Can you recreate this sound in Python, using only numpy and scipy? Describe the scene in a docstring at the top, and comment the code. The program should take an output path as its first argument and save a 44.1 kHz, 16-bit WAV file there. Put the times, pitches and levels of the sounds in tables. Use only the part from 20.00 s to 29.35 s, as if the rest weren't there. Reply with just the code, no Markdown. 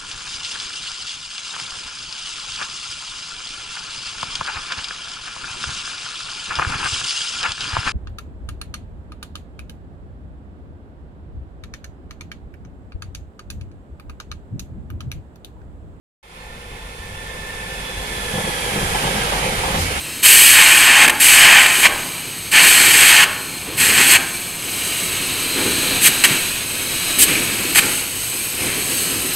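"""An electrode gouges a steel column on an open building site, close to an overloading microphone.
From the start, compressed air hisses over the steel above a low, gusty rumble. Until 4.2 s the arc roars
and sizzles in four long burns, darker the deeper it digs, and the buildings throw it back. The hiss, held
down by the recorder's gain control after the loud burns, comes back up. From 6 to 7.8 s come four short
strikes, the second and the last ending in dull knocks. Air and rumble carry on to the end."""
import sys
import numpy as np
from scipy import signal
from scipy.fft import rfft, irfft
from scipy.io import wavfile
from scipy.ndimage import uniform_filter1d

SR = 44100
rng = np.random.default_rng(int(sys.argv[2]) if len(sys.argv) > 2 else 0)


def unload_wav(signal):
    """Save mono or channel-first audio to the path in sys.argv[1] as 16-bit WAV at rate SR, clipped to [-1, 1]."""
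    wavfile.write(
        sys.argv[1],
        SR,
        np.round(np.clip(np.atleast_2d(signal).T, -1, 1) * 32767).astype(np.int16),
    )


N = 412335
TIME = np.arange(N) / SR
FREQS = np.fft.rfftfreq(N, 1 / SR)

# heard level of the air as the recorder's gain ducks and recovers: t/s, rush on the steel/dB, hiss/dB
HEARD_AIR = [(0, -32.5, -32.5), (1.9, -28, -29.5), (2.35, -33, -32.5), (3.45, -32.5, -31.5),
             (3.7, -32.5, -34), (4.35, -31.5, -28.5), (4.55, -31.5, -30.5), (4.85, -25, -25),
             (5.38, -24.5, -26), (5.8, -22.5, -23.5), (6.36, -23, -23.5), (6.65, -27.5, -28),
             (7.1, -24, -25), (7.7, -26.5, -26), (7.92, -25.5, -23.5), (8.1, -30, -27.5), (8.42, -30, -25),
             (8.54, -29.5, -30), (8.98, -27, -21), (9.35, -27.5, -27)]


def amp(db):
    """Decibels to gain."""
    return 10 ** (np.asarray(db) / 20)


def unit(x):
    """Scales to rms 1."""
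    return x / np.sqrt(np.mean(x ** 2) + 1e-20)


def curve(points, hz):
    """Joins (f/Hz, value) points on a log-frequency axis."""
    f, value = np.transpose(points)
    return np.interp(np.log(hz + 1), np.log(f + 1), value)


def bells(peaks):
    """The dB response of a set of bell-shaped peaks and notches."""
    return sum(db * np.exp(-.5 * ((FREQS - hz) / width) ** 2) for hz, width, db in peaks)


def colour(x, db):
    """Equalises by a dB response; rms 1."""
    return unit(irfft(rfft(x) * amp(db), N))


def below(hz, order):
    """A smooth crossover: 1 under hz, 0 above."""
    return 1 / (1 + (FREQS / hz) ** order)


def wander(rate_hz):
    """Smooth random modulation up to a rate; rms 1."""
    return unit(irfft(rfft(rng.standard_normal(N)) * below(rate_hz, order=4), N))


def resonate(x, hz, width_hz):
    """A resonance of gain 1 that follows the curve hz."""
    turn = np.exp(2j * np.pi * np.cumsum(hz) / SR)
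    pole = np.exp(-np.pi * width_hz / SR)
    return 2 * (turn * signal.lfilter([1 - pole], [1, -pole], x / turn)).real


def near_reflections(x, db, sway_s, count):
    """Short paths by plate, visor and glove change as the torch moves, so the colour shifts a little."""
    samples = np.arange(N)
    out = x.copy()
    for delay_s in np.geomspace(.0011, .014, count):
        lag = SR * (delay_s + sway_s * wander(0.73))
        out += amp(db) * rng.choice([-1, 1]) * np.interp(samples - lag, samples, x)
    return out


def steelwork_db():
    """The steelwork stamps the same peaks and notches on air and arc."""
    # f/Hz, half width/Hz, gain/dB
    steel_peaks = [(2030, 90, -3), (2342, 16, 4), (2554, 27, 2.5), (3450, 174, -5), (5460, 120, -5.5),
                   (6106, 130, -6), (6400, 224, 8), (6780, 170, 0), (8160, 380, 11.5), (9170, 200, 5),
                   (11140, 150, -5), (11700, 205, 1.5), (13900, 150, -2), (14800, 166, -13)]
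    return bells(steel_peaks)


def gap_resonances():
    """The resonances of the gap between nozzle and steel shift as the torch is moved."""
    # t/s, lower f/Hz, middle f/Hz, middle level/dB, top level/dB
    gap_moves = [(0, 2400, 4290, -3, -7), (1.8, 2400, 4320, -17, -18), (2.4, 2400, 4280, 0.5, -23),
                 (4.4, 2480, 4200, -2, -14), (4.75, 3080, 4100, -8, -17), (5.8, 2850, 4070, 5, -39),
                 (6.7, 2950, 4050, -3, -19), (7.15, 2800, 3900, 2.5, -10), (7.35, 2400, 4080, -1, -7),
                 (7.9, 2600, 4250, -1, -10), (8.2, 2650, 4280, -5, -10.5), (8.67, 2400, 4200, -4, 0),
                 (9.0, 2580, 4400, 2, -34), (9.35, 2680, 4200, -4, 7)]
    t, *columns = np.transpose(gap_moves)
    return [np.interp(TIME, t, column) for column in columns]


def gust_levels(rise_s, fall_s):
    """Gains of rumble and rasp: each gust of the jet rises, holds and dies away."""
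    # start/s, length/s, rumble/dB, rasp on the steel/dB
    gusts = [(0.968, 0.15, -31.5, -40), (2.51, 0.63, -34.5, -31), (3.647, 0.086, -32.5, -45),
             (3.768, 0.36, -30.5, -44), (5.539, 0.14, -26, -30), (5.77, 0.34, -31, -38),
             (6.243, 0.1, -31.5, -22), (7.158, 0.62, -33, -30.5), (7.26, 0.078, -27.5, -18.5),
             (7.79, 0.091, -31.5, -25), (8.586, 0.17, -30, -26), (8.86, .4, -34.5, -47)]
    power = np.zeros((2, N))
    for start, length, rumble_db, rasp_db in gusts:
        attack = np.clip((TIME - start) / rise_s, 0, 1)
        release = np.exp(-np.clip((TIME - start - length) / fall_s, 0, 50))
        power += (amp([[rumble_db], [rasp_db]]) * attack * release) ** 2
    return np.sqrt(power)


def rumble(gust_gain, roar_gain):
    """Hollow rumble and site drone dip with the hiss as the recorder's gain moves; arc and gusts
    swell them."""
    # spectra of the rumble and the drone: f/Hz, level/dB
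    rumble_eq = [(60, -28), (130, -8.5), (200, -2), (270, -1.5), (350, 2.5), (500, -5.5), (700, -17),
                 (1400, -12), (2200, -13), (3300, -11.5), (6000, -37)]
    drone_eq = [(12, -19), (30, -25), (48, -22), (62, 1), (78, -12), (100, 1), (135, -4), (175, -1.5),
                (260, -17.5), (1000, -13), (4000, -51)]
    # hollow resonances in the gusts: f/Hz, half width/Hz, gain/dB
    hollow_peaks = [(264, 15.5, 5.5), (506, 6.7, 4.5)]
    t, rush_db, _ = np.transpose(HEARD_AIR)
    bed_gain = amp(-36.5 + 0.47 * (np.interp(TIME, t, rush_db) + 24))
    arc_gain = amp(-32) * uniform_filter1d(roar_gain, size=6000)
    gain = np.sqrt(bed_gain ** 2 + arc_gain ** 2 + gust_gain ** 2)
    hollow = colour(rng.standard_normal(N), curve(rumble_eq, FREQS) + bells(hollow_peaks))
    drone = colour(rng.standard_normal(N), curve(drone_eq, FREQS))
    drone_gain = amp(-43.5 + 0.57 * (20 * np.log10(gain) + 45.5))
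    return hollow * gain * amp(1.74 + 1.7 * wander(24)) + drone * drone_gain * amp(wander(5.7))


def air_jet(steel_db, rasp_gain):
    """Air hisses out of the nozzle, rushes over the plate and rings in the gap."""
    # spectrum of the jet: f/Hz, level/dB
    air_eq = [(100, -6.5), (600, -12), (1400, -8), (2500, -0.5), (3100, -0.5), (4200, -4.5), (5200, -8),
              (7500, -9.5), (9500, -6), (12700, -4), (14000, -17.5), (15600, -15)]
    tone_db = curve(air_eq, FREQS) + steel_db
    t, rush_db, hiss_db = np.transpose(HEARD_AIR)
    lower_hz, middle_hz, middle_db, top_db = gap_resonances()
    flow = near_reflections(rng.standard_normal(N), db=-16.5, sway_s=.00012, count=6)
    ringing = amp(-14.5) * resonate(flow, lower_hz, width_hz=840)
    ringing += amp(middle_db + 1.5) * resonate(flow, middle_hz, width_hz=200)
    # the top resonances are restless: they swish up and down, come and go
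    for hz in (5200, 7460, 9340, 12000):
        ringing += amp(top_db + 3 * wander(5)) * resonate(flow, hz * (1 + .04 * wander(3)), width_hz=300)
    spectrum = rfft(colour(flow + ringing, tone_db))
    low = below(4920, order=4)
    rush_gain = amp(np.interp(TIME, t, rush_db) - 0.35 + 0.59 * wander(30))
    hiss_gain = amp(np.interp(TIME, t, hiss_db) + 0.7 + 0.46 * wander(25))
    rush = unit(irfft(spectrum * low, N))
    hiss = unit(irfft(spectrum * (1 - low), N))
    # gusts rasp on the steel at a lower pitch
    blast = rng.standard_normal(N)
    blast += amp(3) * resonate(blast, hz=np.full(N, 2200), width_hz=320)
    rasp = colour(blast, tone_db - 7 * (1 - low))
    return rush_gain * rush + hiss_gain * hiss + rasp_gain * rasp


def knocks(decay_s, low_cut_hz):
    """The electrode leaves the work with dull knocks, each a few heavily damped cycles."""
    # t/s, level/dB, f/Hz
    hits = [(6.307, -12, 140), (7.793, -16, 170), (7.846, -23, 200)]
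    sound = np.zeros(N)
    for t, db, hz in hits:
        age = np.clip(TIME - t, 0, .3)
        sound += amp(db) * np.exp(-age / decay_s) * np.sin(2 * np.pi * hz * age)
    return signal.sosfilt(signal.butter(2, low_cut_hz, "highpass", fs=SR, output="sos"), sound)


def site_echo(x, delay_s, build_s):
    """Scattered reflections from girders and facades, the treble dying first."""
    # colour of the tail: f/Hz, level/dB
    tail_eq = [(300, 3), (1000, -1), (1400, 0.5), (1900, -7.5), (2800, -6.5), (4500, -8), (8000, -13),
               (14000, -9)]
    # decay of the tail: f/Hz, t60/s
    tail_t60 = [(300, 1.04), (1000, 0.79), (2500, 0.59), (8000, 0.53)]
    hz, t, bands = signal.stft(rng.standard_normal(SR), SR, nperseg=256)
    decay = amp(curve(tail_eq, hz)[:, None] - 60 * t / curve(tail_t60, hz)[:, None])
    onset = np.clip((t - delay_s) / build_s, 0, 1)
    tail = signal.istft(bands * decay * onset, SR, nperseg=256)[1]
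    return signal.fftconvolve(x, tail / np.linalg.norm(tail))[:N]


def crackle(per_s, spread_db):
    """Tiny bursts of metal: sparse clicks, a few of them large; rms 1."""
    size = amp(spread_db * np.minimum(rng.exponential(1, N), 4))
    return unit(size * rng.choice([-1, 1], N) * (rng.random(N) < per_s / SR))


def sputter(per_s, fall_s):
    """Drops of metal leave at random, each a sudden flare that dies quickly; mean 0, rms 1."""
    drops = rng.exponential(1, N) * (rng.random(N) < per_s / SR)
    flares = signal.lfilter([1], [1, -np.exp(-1 / (fall_s * SR))], drops)
    return unit(flares - flares.mean())


def spits(tone_db, fall_s):
    """The arc snaps and spits molten metal: noise that starts at once, holds and drops away."""
    # t/s, level/dB, hold/s
    snaps = [(1.063, -13, .005), (1.078, -7, 0.0064), (1.096, -7.5, .006), (1.628, -22, 0.0076),
             (1.66, -9, 0.006), (2.55, -26, .03), (3.227, -14, 0.014), (6.247, -11, 0.0068),
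             (7.758, -8.5, 0.0017), (7.784, -8, 0.011)]
    gain = np.zeros(N)
    for t, db, hold_s in snaps:
        gain += amp(db) * (TIME >= t) * np.exp(-np.clip((TIME - t - hold_s) / fall_s, 0, 50))
    return gain * colour(rng.standard_normal(N), tone_db)


def arc_levels(burn_rise_s, strike_rise_s, break_s, strike_dig_per_s):
    """Gains of growl, roar and sizzle: the arc catches fast, darkens as it digs in and breaks off."""
    # one curve per long burn: t/s, level/dB, depth (0 on the surface, 1 deep in the groove)
    burns = [
        [(.23, -5.5, 0), (.255, 1, 0.014), (.5, 1, 0.16), (.6, 1, 0.65), (.73, -1, 0.57), (.8, -1, 0.57),
         (.93, -1.5, 1), (1.058, 1.5, .9)],
        [(1.2, -4, .1), (1.225, -1, 0.065), (1.4, 2.5, 0.64), (1.49, 1, 1), (1.62, -.5, 1), (1.68, -7, .8),
         (1.815, -8, 0.24), (1.848, 0.5, 0.82), (1.868, 1.5, 0.93)],
        [(2.515, -10, 0.23), (2.557, 1, 0.99), (2.68, 0, 0.32), (2.84, -2, 0.46), (3.08, 0.5, 0.45),
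         (3.17, 0.5, 0.82), (3.238, -0.5, 0.97), (3.249, -8, .9)],
        [(3.772, -13.5, 0), (3.815, -3.5, 0.36), (3.945, -5, 0.47), (3.988, -1, 0.71), (4.074, -4.5, 0.3),
         (4.118, 1, 0.31), (4.17, 0, 0.94)],
    ]
    # short strikes: start/s, end/s, final level/dB, swell/dB, final depth (under 0: above the surface)
    strikes = [(6.011, 6.083, 1.5, 20, .05), (6.2383, 6.258, 1, -1, .55), (7.186, 7.243, -2, 10, -.3),
               (7.749, 7.794, 0.5, 9, 0.31)]
    # growl, roar and sizzle: level on the surface/dB, change at full depth/dB
    voices = [(-28, 10.5), (-15.5, 7), (-9.5, -5)]
    arcs = []
    for points in burns:
        t, level_db, depth = np.transpose(points)
        arcs.append((t[0], t[-1], burn_rise_s, np.interp(TIME, t, level_db), np.interp(TIME, t, depth)))
    for start, end, final_db, swell_db, final_depth in strikes:
        left_s = np.clip(end - TIME, 0, end - start)
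        level_db = final_db - swell_db * (left_s / (end - start)) ** 2
        arcs.append((start, end, strike_rise_s, level_db, final_depth - strike_dig_per_s * left_s))
    gains = np.zeros((3, N))
    for start, end, rise_s, level_db, depth in arcs:
        attack = np.clip((TIME - start) / rise_s + .5, 0, 1)
        release = np.exp(-np.clip((TIME - end) / break_s + .5, 0, 50))
        gains += attack * release * amp([level_db + db + deep_db * depth for db, deep_db in voices])
    return gains


def arc(steel_db, growl_gain, roar_gain, sizzle_gain, ripple_hz):
    """Turbulent plasma and tiny bursts of metal, throbbing with the ripple of the rectified supply."""
    # spectrum of the arc: f/Hz, level/dB
    arc_eq = [(150, -29), (600, -19.5), (850, -6), (1300, -10.5), (1700, 0.1), (2500, 0.5), (3100, -0.5),
              (3600, -3), (5000, -11), (7500, -13.5), (9500, -8), (12500, -7), (14000, -18.5),
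              (15600, -19.5)]
    # peaks and notches of the groove it burns in: f/Hz, half width/Hz, gain/dB
    groove_peaks = [(1054, 26, 3.5), (1260, 10, 4.5), (1780, 22, 3), (3770, 60, 8.5), (3900, 236, -10.5),
                    (4100, 96, 4), (7470, 100, 9)]
    tone_db = curve(arc_eq, FREQS) + steel_db + bells(groove_peaks)
    plasma = rng.standard_normal(N) + amp(-7) * crackle(per_s=2400, spread_db=4.5)
    plasma = near_reflections(plasma, db=-24, sway_s=.00005, count=8)
    # the arc excites the middle resonance of the gap too
    _, middle_hz, middle_db, _ = gap_resonances()
    plasma += amp(middle_db + 2) * resonate(plasma, middle_hz, width_hz=170)
    spectrum = rfft(colour(plasma, tone_db))
    low, high = below(1584, order=6), 1 - below(3440, order=4)
    growl, roar, sizzle = (unit(irfft(spectrum * band, N)) for band in (low, 1 - low - high, high))
    # a freshly struck arc that sizzles more than it roars is also sharper at the very top
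    sharpness_db = 20 * np.log10((sizzle_gain + 1e-6) / (roar_gain + 1e-6))
    top = irfft(rfft(sizzle) * (1 - below(8800, order=10)), N)
    sizzle += (amp(0.57 * sharpness_db - 2) - 1) * top
    # the arc length jitters; the growl follows it most
    ripple = np.sin(2 * np.pi * ripple_hz * TIME + .5 * wander(6))
    jitter_db = 0.37 * ripple + 0.5 * wander(30) + 0.55 * wander(600)
    jitter_db += 0.71 * sputter(per_s=130, fall_s=.003)
    sound = amp(-1 + 1.14 * jitter_db) * growl_gain * growl
    sound += amp(-1.16 + jitter_db) * roar_gain * roar
    sound += amp(1.5 + 0.44 * jitter_db) * sizzle_gain * sizzle
    return sound + spits(tone_db - 9 * high - 4 * low, fall_s=0.0033)


def scene():
    """The arc and its echo over a bed of air and rumble, with knocks; the same in both channels."""
    steel_db = steelwork_db()
    gust_gain, rasp_gain = gust_levels(rise_s=0.027, fall_s=0.1)
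    growl_gain, roar_gain, sizzle_gain = arc_levels(
        burn_rise_s=0.011, strike_rise_s=0.001, break_s=0.01, strike_dig_per_s=3.8)
    burning = arc(steel_db, growl_gain, roar_gain, sizzle_gain, ripple_hz=120.7)
    echo = amp(-12.5) * site_echo(burning, delay_s=0.0072, build_s=0.039)
    bed = air_jet(steel_db, rasp_gain) + rumble(gust_gain, roar_gain)
    mix = bed + knocks(decay_s=0.0076, low_cut_hz=120) + echo + burning
    return np.array([mix, mix])


def record(dry):
    """The microphone overloads: the loudest peaks flatten at full scale, then a steep high cut follows."""
    driven = amp(-0.19) * dry
    clipped = driven / (1 + driven ** 8) ** (1 / 8)
    high_cut = signal.firwin(511, 15750, window=("kaiser", 9), fs=SR)
    return signal.oaconvolve(clipped, high_cut[None], "same")


dry = scene()
out = record(dry)
unload_wav(out)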